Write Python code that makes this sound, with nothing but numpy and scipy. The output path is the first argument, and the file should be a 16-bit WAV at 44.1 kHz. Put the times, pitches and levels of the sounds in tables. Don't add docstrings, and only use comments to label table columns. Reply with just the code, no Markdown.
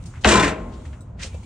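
import sys
import numpy as np
from scipy import signal
from scipy.fft import irfft
from scipy.io import wavfile
from scipy.ndimage import uniform_filter1d

SR = 44100
rng = np.random.default_rng(int(sys.argv[2]) if len(sys.argv) > 2 else 0)


def inscribe(sig):
    pcm = np.round(np.clip(np.atleast_2d(sig).T, -1, 1) * 32767)
    wavfile.write(sys.argv[1], SR, pcm.astype(np.int16))


def magnitude_from_level(level_db):
    exponent = np.asarray(level_db, float) / 20
    return 10 ** exponent


N = 63945

# start in seconds, force on panel in dB, force on loose hardware in dB.
CONTACTS = [(0.237, -23.5, -49.5), (0.2493, -9, -21), (.272, -12, -19), (0.287, -15, -20),
            (0.305, -10.5, -20), (0.317, -10.5, -20.5), (0.335, -11, -22), (0.354, -16, -22.5),
            (0.37, -13.5, -27), (.396, -14.5, -22.5), (0.426, -16.5, -26), (0.442, -19.5, -28.5),
            (0.466, -25.5, -38), (0.477, -22, -29), (0.507, -29, -46.5), (0.533, -45, -62),
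            (0.567, -58, -73), (0.585, -50, -79)]
# frequency in Hz, level in dB per Hz.
PANEL_SPECTRUM = [(80, -16), (200, -6), (700, -11), (1500, -14), (3000, -19.5), (5000, -31), (10000, -46.5)]
# frequency in Hz, t60 in seconds.
PANEL_T60 = [(100, 0.36), (400, 0.29), (1200, 0.23), (4000, 0.048)]
# frequency in Hz, energy in dB, t60 in seconds.
TAIL_MODES = [(230.6, -19, 0.53), (272, -25, 3.6), (427, -25, 1.1), (623, -23, 1.6), (791, -30.5, 1),
              (1060, -31.5, 1.6)]
# frequency in Hz, level in dB per Hz.
HARDWARE_SPECTRUM = [(2000, -7.5), (3000, -13.5), (5000, -13.5), (6500, -7), (8200, -22), (10000, -34)]


def door():
    late_t60_s, late_cut_hz, hardware_t60_s = 1.104, 685, 0.1
    shapes = np.array([swell(row[0], rise_s=0.0018, fall_s=0.0093) for row in CONTACTS])
    chatter = [clicks(per_s=2500, spread_db=3) for _ in range(2)]
    panel_force, hardware_force = magnitude_from_level(np.array(CONTACTS)[:, 1:]).T @ shapes * chatter

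    late_spectrum = [(hz, db - 20 * np.log10(1 + (hz / late_cut_hz) ** 2)) for hz, db in PANEL_SPECTRUM]
    panel = dense_body(PANEL_SPECTRUM, lambda hz: at_hz(PANEL_T60, hz), spots=5, length_s=0.5)
    late_panel = dense_body(late_spectrum, lambda hz: late_t60_s, spots=2, length_s=0.98)
    hardware = dense_body(HARDWARE_SPECTRUM, lambda hz: hardware_t60_s, spots=8, length_s=0.12)

    out = magnitude_from_level(0.5) * strike(panel_force, panel)
    out = out + magnitude_from_level(-7) * strike(panel_force, late_panel)
    out = out + magnitude_from_level(5) * strike(hardware_force, hardware)
    out = out + strike(panel_force, named_body(TAIL_MODES))
    rebound = burst(0.432, 0.006, 0.05, -20, 1800, width=1.4)
    return out + rings() + crack() + rebound


# start in seconds, frequency in Hz, peak in dB, swell in seconds, t60 in seconds.
RINGS = [(.25, 62.7, -12, 0.026, 0.17), (.35, 59, -20.5, 0.011, 0.24), (.43, 53, -26.5, .02, .5),
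         (.585, 41, -28, 0.023, .6), (.252, 211, -13.5, 0.035, 0.16), (.34, 204, -14.5, 0.015, 0.17),
         (.39, 160, -23, .02, 0.44), (.583, 180, -30.5, 0.0054, 0.34), (.25, 102.4, -17.5, .008, 0.1),
         (0.299, 341, -16, .006, .25), (.43, 285, -20.5, 0.0098, .3), (.43, 425, -26, 0.017, .35),
         (.248, 455, -17, 0.0053, 0.18), (.345, 402, -24, .01, 0.24), (.262, 630, -14.5, .02, 0.12),
         (.505, 630, -30, .015, 0.28), (.246, 735, -12, 0.0013, 0.11), (.427, 610, -21, 0.013, 0.054),
         (.246, 900, -19.5, 0.0024, 0.14), (.325, 1007, -17, .1, .23), (.325, 1042, -16.5, .3, .29),
         (.33, 1314, -24, 0.027, 0.27), (.335, 1510, -24, 0.022, 0.34), (.31, 2370, -21.5, 0.015, 0.37),
         (.34, 1300, -22.5, 0.011, 0.22), (.422, 2500, -30.5, 0.017, 0.15), (.42, 1845, -21.5, .006, 0.18),
         (0.38, 2440, -30.5, 0.01, 0.14), (0.36, 3900, -26.5, .008, 0.066),
         (0.39, 3500, -24.5, 0.0034, 0.1), (0.62, 235, -35.5, 0.033, 0.52),
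         (.39, 640, -22.5, 0.0033, 0.097), (0.27, 1400, -27.5, .02, .4), (0.25, 1000, -24.5, 0.0085, .2)]
# start in seconds, frequency in Hz, peak in dB, swell in seconds, t60 in seconds.
PINGS = [(1.324, 2340, -53, .005, .16), (1.344, 2600, -50, .001, .06), (1.3445, 540, -33, .001, .022),
         (1.4325, 2300, -47, .0005, .015), (1.443, 2320, -54, .001, .03), (1.19, 1950, -48, .006, .1),
         (.853, 1850, -47, .0005, .025), (.932, 1750, -52, .002, .04), (.9, 622, -55, .05, .6),
         (1.0, 1030, -62, .05, 1.5), (1.24, 520, -46, .008, .1)]


def rings():
    start_s, hz, peak_db, rise_s, t60_s = np.transpose(np.vstack([RINGS, PINGS]))[:, :, None]
    t = np.maximum(np.arange(N) / SR - start_s, 0)
    shape = (1 - np.exp(-t / rise_s)) * np.exp(-np.log(1000) * t / t60_s)
    shape = magnitude_from_level(peak_db) * shape / shape.max(axis=1, keepdims=True)
    waver_rad = 0.45 * np.array([drift(10) for _ in start_s])
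    alike, lean = stereo(hz)
    turn = np.arccos(alike) / 2
    phase = 2 * np.pi * hz * t + waver_rad
    left = lean * shape * np.sin(phase - turn)
    right = shape * np.sin(phase + turn) / lean
    return np.array([left.sum(axis=0), right.sum(axis=0)])


# relative length, level in dB.
CRACK_PATHS = [(.85, -5), (1, 0), (1.35, -4), (1.7, -9)]


def crack():
    start_s, top_hz = 0.2422, 3400
    delay_1khz_s = 0.008
    hz = np.maximum(np.fft.rfftfreq(N, 1 / SR), 1)
    colour = (hz / 400) ** 2 / (1 + (hz / 400) ** 2) / (1 + (hz / top_hz) ** 4)
    late = sum(magnitude_from_level(db) * np.exp(-4j * np.pi * length * delay_1khz_s * np.sqrt(1000 * hz))
               for length, db in CRACK_PATHS)
    snap = irfft(colour * late * np.exp(-2j * np.pi * hz * start_s), N)
    return magnitude_from_level(-2) * snap / np.abs(snap).max() * magnitude_from_level([[1.5], [-1.5]])


# frequency in Hz, energy in dB, t60 in seconds.
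HANDLE_MODES = [(3790, -8.5, 0.088), (3860, -3.5, 0.12), (4050, -7, .07), (6200, -6.5, .15),
                (7780, 8.5, 0.087), (8000, -1, .1), (8260, 7, 0.095)]


def latch():
    tick = np.zeros(N)
    tick[int(1.008 * SR)] = magnitude_from_level(-36)
    return strike(tick, named_body(HANDLE_MODES))


# peak in seconds, rise in seconds, fall in seconds, level in dB, centre in Hz.
SCUFFS = [(0.027, 0.0036, 0.0067, -54, 6000), (0.039, .002, 0.0035, -48, 5000),
          (0.061, 0.007, 0.024, -44.5, 6500), (0.101, 0.0037, 0.0085, -57, 7500),
          (0.212, 0.0022, 0.038, -50, 5100), (0.743, 0.036, 0.018, -53, 3560),
          (0.855, 0.0012, 0.019, -55, 5070), (1.195, .003, 0.027, -47.5, 4490),
          (1.234, 0.024, 0.018, -30, 4520), (1.264, 0.025, 0.022, -43, 5550),
          (1.345, .001, 0.012, -51.5, 5000), (0.93, 0.0016, 0.017, -65, 2970),
          (1.008, 0.0015, 0.018, -58, 6900)]
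# peak in seconds, rise in seconds, fall in seconds, level in dB, centre in Hz.
KNOCKS = [(.075, 0.011, 0.012, -57, 824), (.138, .001, 0.02, -47, 1300), (.158, 0.012, 0.018, -45, 1500),
          (.177, 0.008, 0.012, -48, 1500), (0.853, 0.0011, 0.02, -48, 1820),
          (0.931, 0.0061, 0.019, -48.5, 1850), (1.249, 0.012, 0.028, -45, 560),
          (1.229, 0.014, 0.015, -42.5, 1250), (1.205, 0.017, 0.048, -40, 1950),
          (1.231, 0.0103, 0.024, -36, 2100), (1.334, 0.022, 0.032, -58, 2300),
          (1.35, 0.003, 0.012, -42, 474), (1.435, .002, 0.012, -54, 3200), (1.432, .002, .008, -53, 6840)]


def shoes():
    scuffs = sum(burst(*row, width=1.62) for row in SCUFFS)
    return scuffs + sum(burst(*row, width=1.5) for row in KNOCKS)


# frequency in Hz, level in dB per Hz.
RUMBLE_SPECTRUM = [(13, -67.5), (22, -29), (43, -6.5), (70, 0), (237, -18.5), (276, -27), (1050, -35.5),
                   (1790, -55), (2000, -51.5), (2600, -77), (4400, -120)]
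# frequency in Hz, level in dB per Hz.
HISS_SPECTRUM = [(880, -34.5), (1500, -0.5), (1660, -8), (10000, -48), (13000, -66), (22000, -120)]
# frequency in Hz, level in dB per Hz.
RUSTLE_SPECTRUM = [(710, -66.5), (1200, -31.5), (2230, -6.5), (5100, -16), (6080, -8.5), (10000, -10.5),
                   (13000, -46), (22000, -120)]
# time in seconds, level in dB.
STIR = [(0, -58.5), (.22, -53), (0.551, -60.5), (0.871, -56.5), (.98, -62.5), (1.1, -70.5), (1.179, -77),
        (1.299, -54), (1.45, -57.5)]
# frequency in Hz, left-right likeness.
FAR_LIKENESS = [(60, 3), (130, -0.07), (290, 0.97), (640, 0.25), (1410, 0.8), (3100, 0), (6820, 0.4),
                (15000, -2.5)]


def yard():
    stir_db = np.interp(np.arange(N) / SR, *np.transpose(STIR))
    rumble = magnitude_from_level(-33.5) * banded_noise(RUMBLE_SPECTRUM, FAR_LIKENESS, patchy_db=2.5)
    hiss = magnitude_from_level(-83) * banded_noise(HISS_SPECTRUM, FAR_LIKENESS, patchy_db=-2.0)
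    rustle = magnitude_from_level(stir_db) * banded_noise(RUSTLE_SPECTRUM, FAR_LIKENESS, patchy_db=2.0)
    return rumble + hiss + rustle


def strike(force, answers):
    spots = rng.integers(0, answers.shape[1], N) == np.arange(answers.shape[1])[:, None]
    return signal.fftconvolve((force * spots)[None], answers, axes=2)[..., :N].sum(axis=1)


def dense_body(spectrum, t60_at, spots, length_s):
    bloom_cycles = 0.46
    t, out = np.arange(int(length_s * SR)) / SR, 0
    white = rng.standard_normal((2, 2, spots, len(t)))
    for k, (low, high) in enumerate(half_octaves(64, 7.6, spectrum)):
        mid, side = bandpass(white[k % 2], low, high)
        hz = np.sqrt(low * high)
        alike, lean = stereo(hz)
        shape = np.exp(-np.log(1000) * t / t60_at(hz)) * (1 - np.exp(-t * hz / bloom_cycles))
        gain = magnitude_from_level(at_hz(spectrum, hz)) * shape / np.sqrt(np.sum(shape ** 2))
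        side = np.sqrt(1 - alike) * turned(mid, side, hz)
        mid = np.sqrt(1 + alike) * mid
        out = out + gain * np.array([lean * (mid + side), (mid - side) / lean])
    return out / np.sqrt(np.sum(out ** 2) / 2 / spots)


def turned(mid, side, hz):
    share = 0.62
    quarter_turn = np.gradient(mid, axis=-1) / np.sin(2 * np.pi * hz / SR)
    return -share * quarter_turn + np.sqrt(1 - share ** 2) * side


def named_body(modes):
    hz, db, t60_s = np.transpose(modes)
    t = np.arange(SR // 2) / SR
    alike, lean = stereo(hz)
    turn = np.arccos(alike) / 2
    level = magnitude_from_level(db) / np.sqrt(t60_s * SR / (4 * np.log(1000)))
    weight = level * np.array([lean * np.exp(1j * turn), np.exp(-1j * turn) / lean])
    decaying = np.exp(np.outer(2j * np.pi * hz - np.log(1000) / t60_s, t))
    return (weight @ decaying).imag[:, None]


def burst(peak_s, rise_s, fall_s, db, hz, width):
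    grit, own = clicks(per_s=4900, spread_db=-3.5), rng.standard_normal(N)
    alike, _ = stereo(hz)
    pair = np.sqrt(1 + alike) * grit + np.sqrt(1 - alike) * own * [[1], [-1]]
    band = bandpass(pair, hz / width, min(hz * width, 15000))
    return magnitude_from_level(db) * rms_one(band) * swell(peak_s, rise_s, fall_s)


def banded_noise(spectrum, likeness, patchy_db):
    out, together = 0, drift(8.2)
    settle = 8000
    white = rng.standard_normal((2, 2, N + settle))
    for k, (low, high) in enumerate(half_octaves(16, 9.6, spectrum)):
        mid, side = bandpass(white[k % 2], low, high)[:, settle:]
        hz = np.sqrt(low * high)
        alike = np.clip(at_hz(likeness, hz), -1, 1)
        gain = magnitude_from_level(at_hz(spectrum, hz) + patchy_db * (0.15 * together + drift(5.6)))
        out = out + gain * (np.sqrt(1 + alike) * mid + np.sqrt(1 - alike) * side * [[1], [-1]])
    return rms_one(out)


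def clicks(per_s, spread_db):
    sizes = magnitude_from_level(spread_db * np.minimum(rng.exponential(1, N), 4)) * rng.choice([-1, 1], N)
    return rms_one(sizes * (rng.random(N) < per_s / SR))


def swell(peak_s, rise_s, fall_s):
    t = np.arange(N) / SR - peak_s
    return np.exp(np.where(t < 0, 2 * t / rise_s, -t / fall_s))


def drift(rate):
    r = np.exp(-80 * np.pi * rate / SR)
    slow = signal.lfilter([1], [1, -2 * r, r * r], rng.standard_normal(N // 40 + 2002))[2000:]
    return np.interp(np.arange(N) / 40, np.arange(len(slow)), rms_one(slow))


# frequency in Hz, left-right likeness.
LIKENESS = [(130, 1), (290, .9), (640, .75), (1410, .78), (3100, .55), (5500, .3), (9000, -.5)]
# frequency in Hz, left minus right in dB.
LEAN = [(200, 0.1), (500, 4.5), (1200, 5), (2400, 1.5), (8000, 0.1)]


def stereo(hz):
    return np.clip(at_hz(LIKENESS, hz), -1, 1), magnitude_from_level(at_hz(LEAN, hz) / 2)


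def half_octaves(start_hz, octaves, spectrum):
    edges = start_hz * 2 ** np.arange(0, octaves, 0.5)
    edges = edges[edges > spectrum[0][0] / 2]
    return zip(edges, edges[1:])


def bandpass(x, low_hz, high_hz):
    return signal.sosfilt(signal.butter(2, [low_hz, high_hz], "band", fs=SR, output="sos"), x)


def at_hz(points, hz):
    table = np.array(points)
    return np.interp(np.log(hz), np.log(np.maximum(table[:, 0], 1)), table[:, 1])


def rms_one(x):
    return x / np.sqrt(np.mean(x ** 2) + 1e-20)


def scene():
    return door() + latch() + shoes() + yard()


def low_pass(x):
    return signal.sosfilt(signal.butter(12, 16780, fs=SR, output="sos"), x)


def record(dry):
    ceiling, top_hz, strip_db, strip_squeeze = 1.1, 9600, -25, 0.1
    mid = signal.sosfilt(signal.butter(2, 35, "high", fs=SR, output="sos"), dry.mean(axis=0))
    mono_below = signal.butter(4, 270, "high", fs=SR, output="sos")
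    side = signal.sosfiltfilt(mono_below, (dry[0] - dry[1]) / 2)
    x = ceiling * np.tanh(np.array([mid + side, mid - side]) / ceiling)

    treble = signal.sosfilt(signal.butter(8, [7700, 8900], "band", fs=SR, output="sos"), x)
    power = uniform_filter1d(treble ** 2, size=1024).clip(0) + 1e-9
    treble = treble * power ** (-strip_squeeze / 2)
    strip = 2 * treble * np.cos(2 * np.pi * 6900 * np.arange(N) / SR) * [[1], [-1]]
    strip = signal.sosfilt(signal.butter(6, 13000, "high", fs=SR, output="sos"), strip)
    x = signal.sosfilt(signal.ellip(12, 1, 60, top_hz, fs=SR, output="sos"), x)
    return low_pass(x + magnitude_from_level(strip_db) * strip)


dry = scene()
out = record(dry)
inscribe(out)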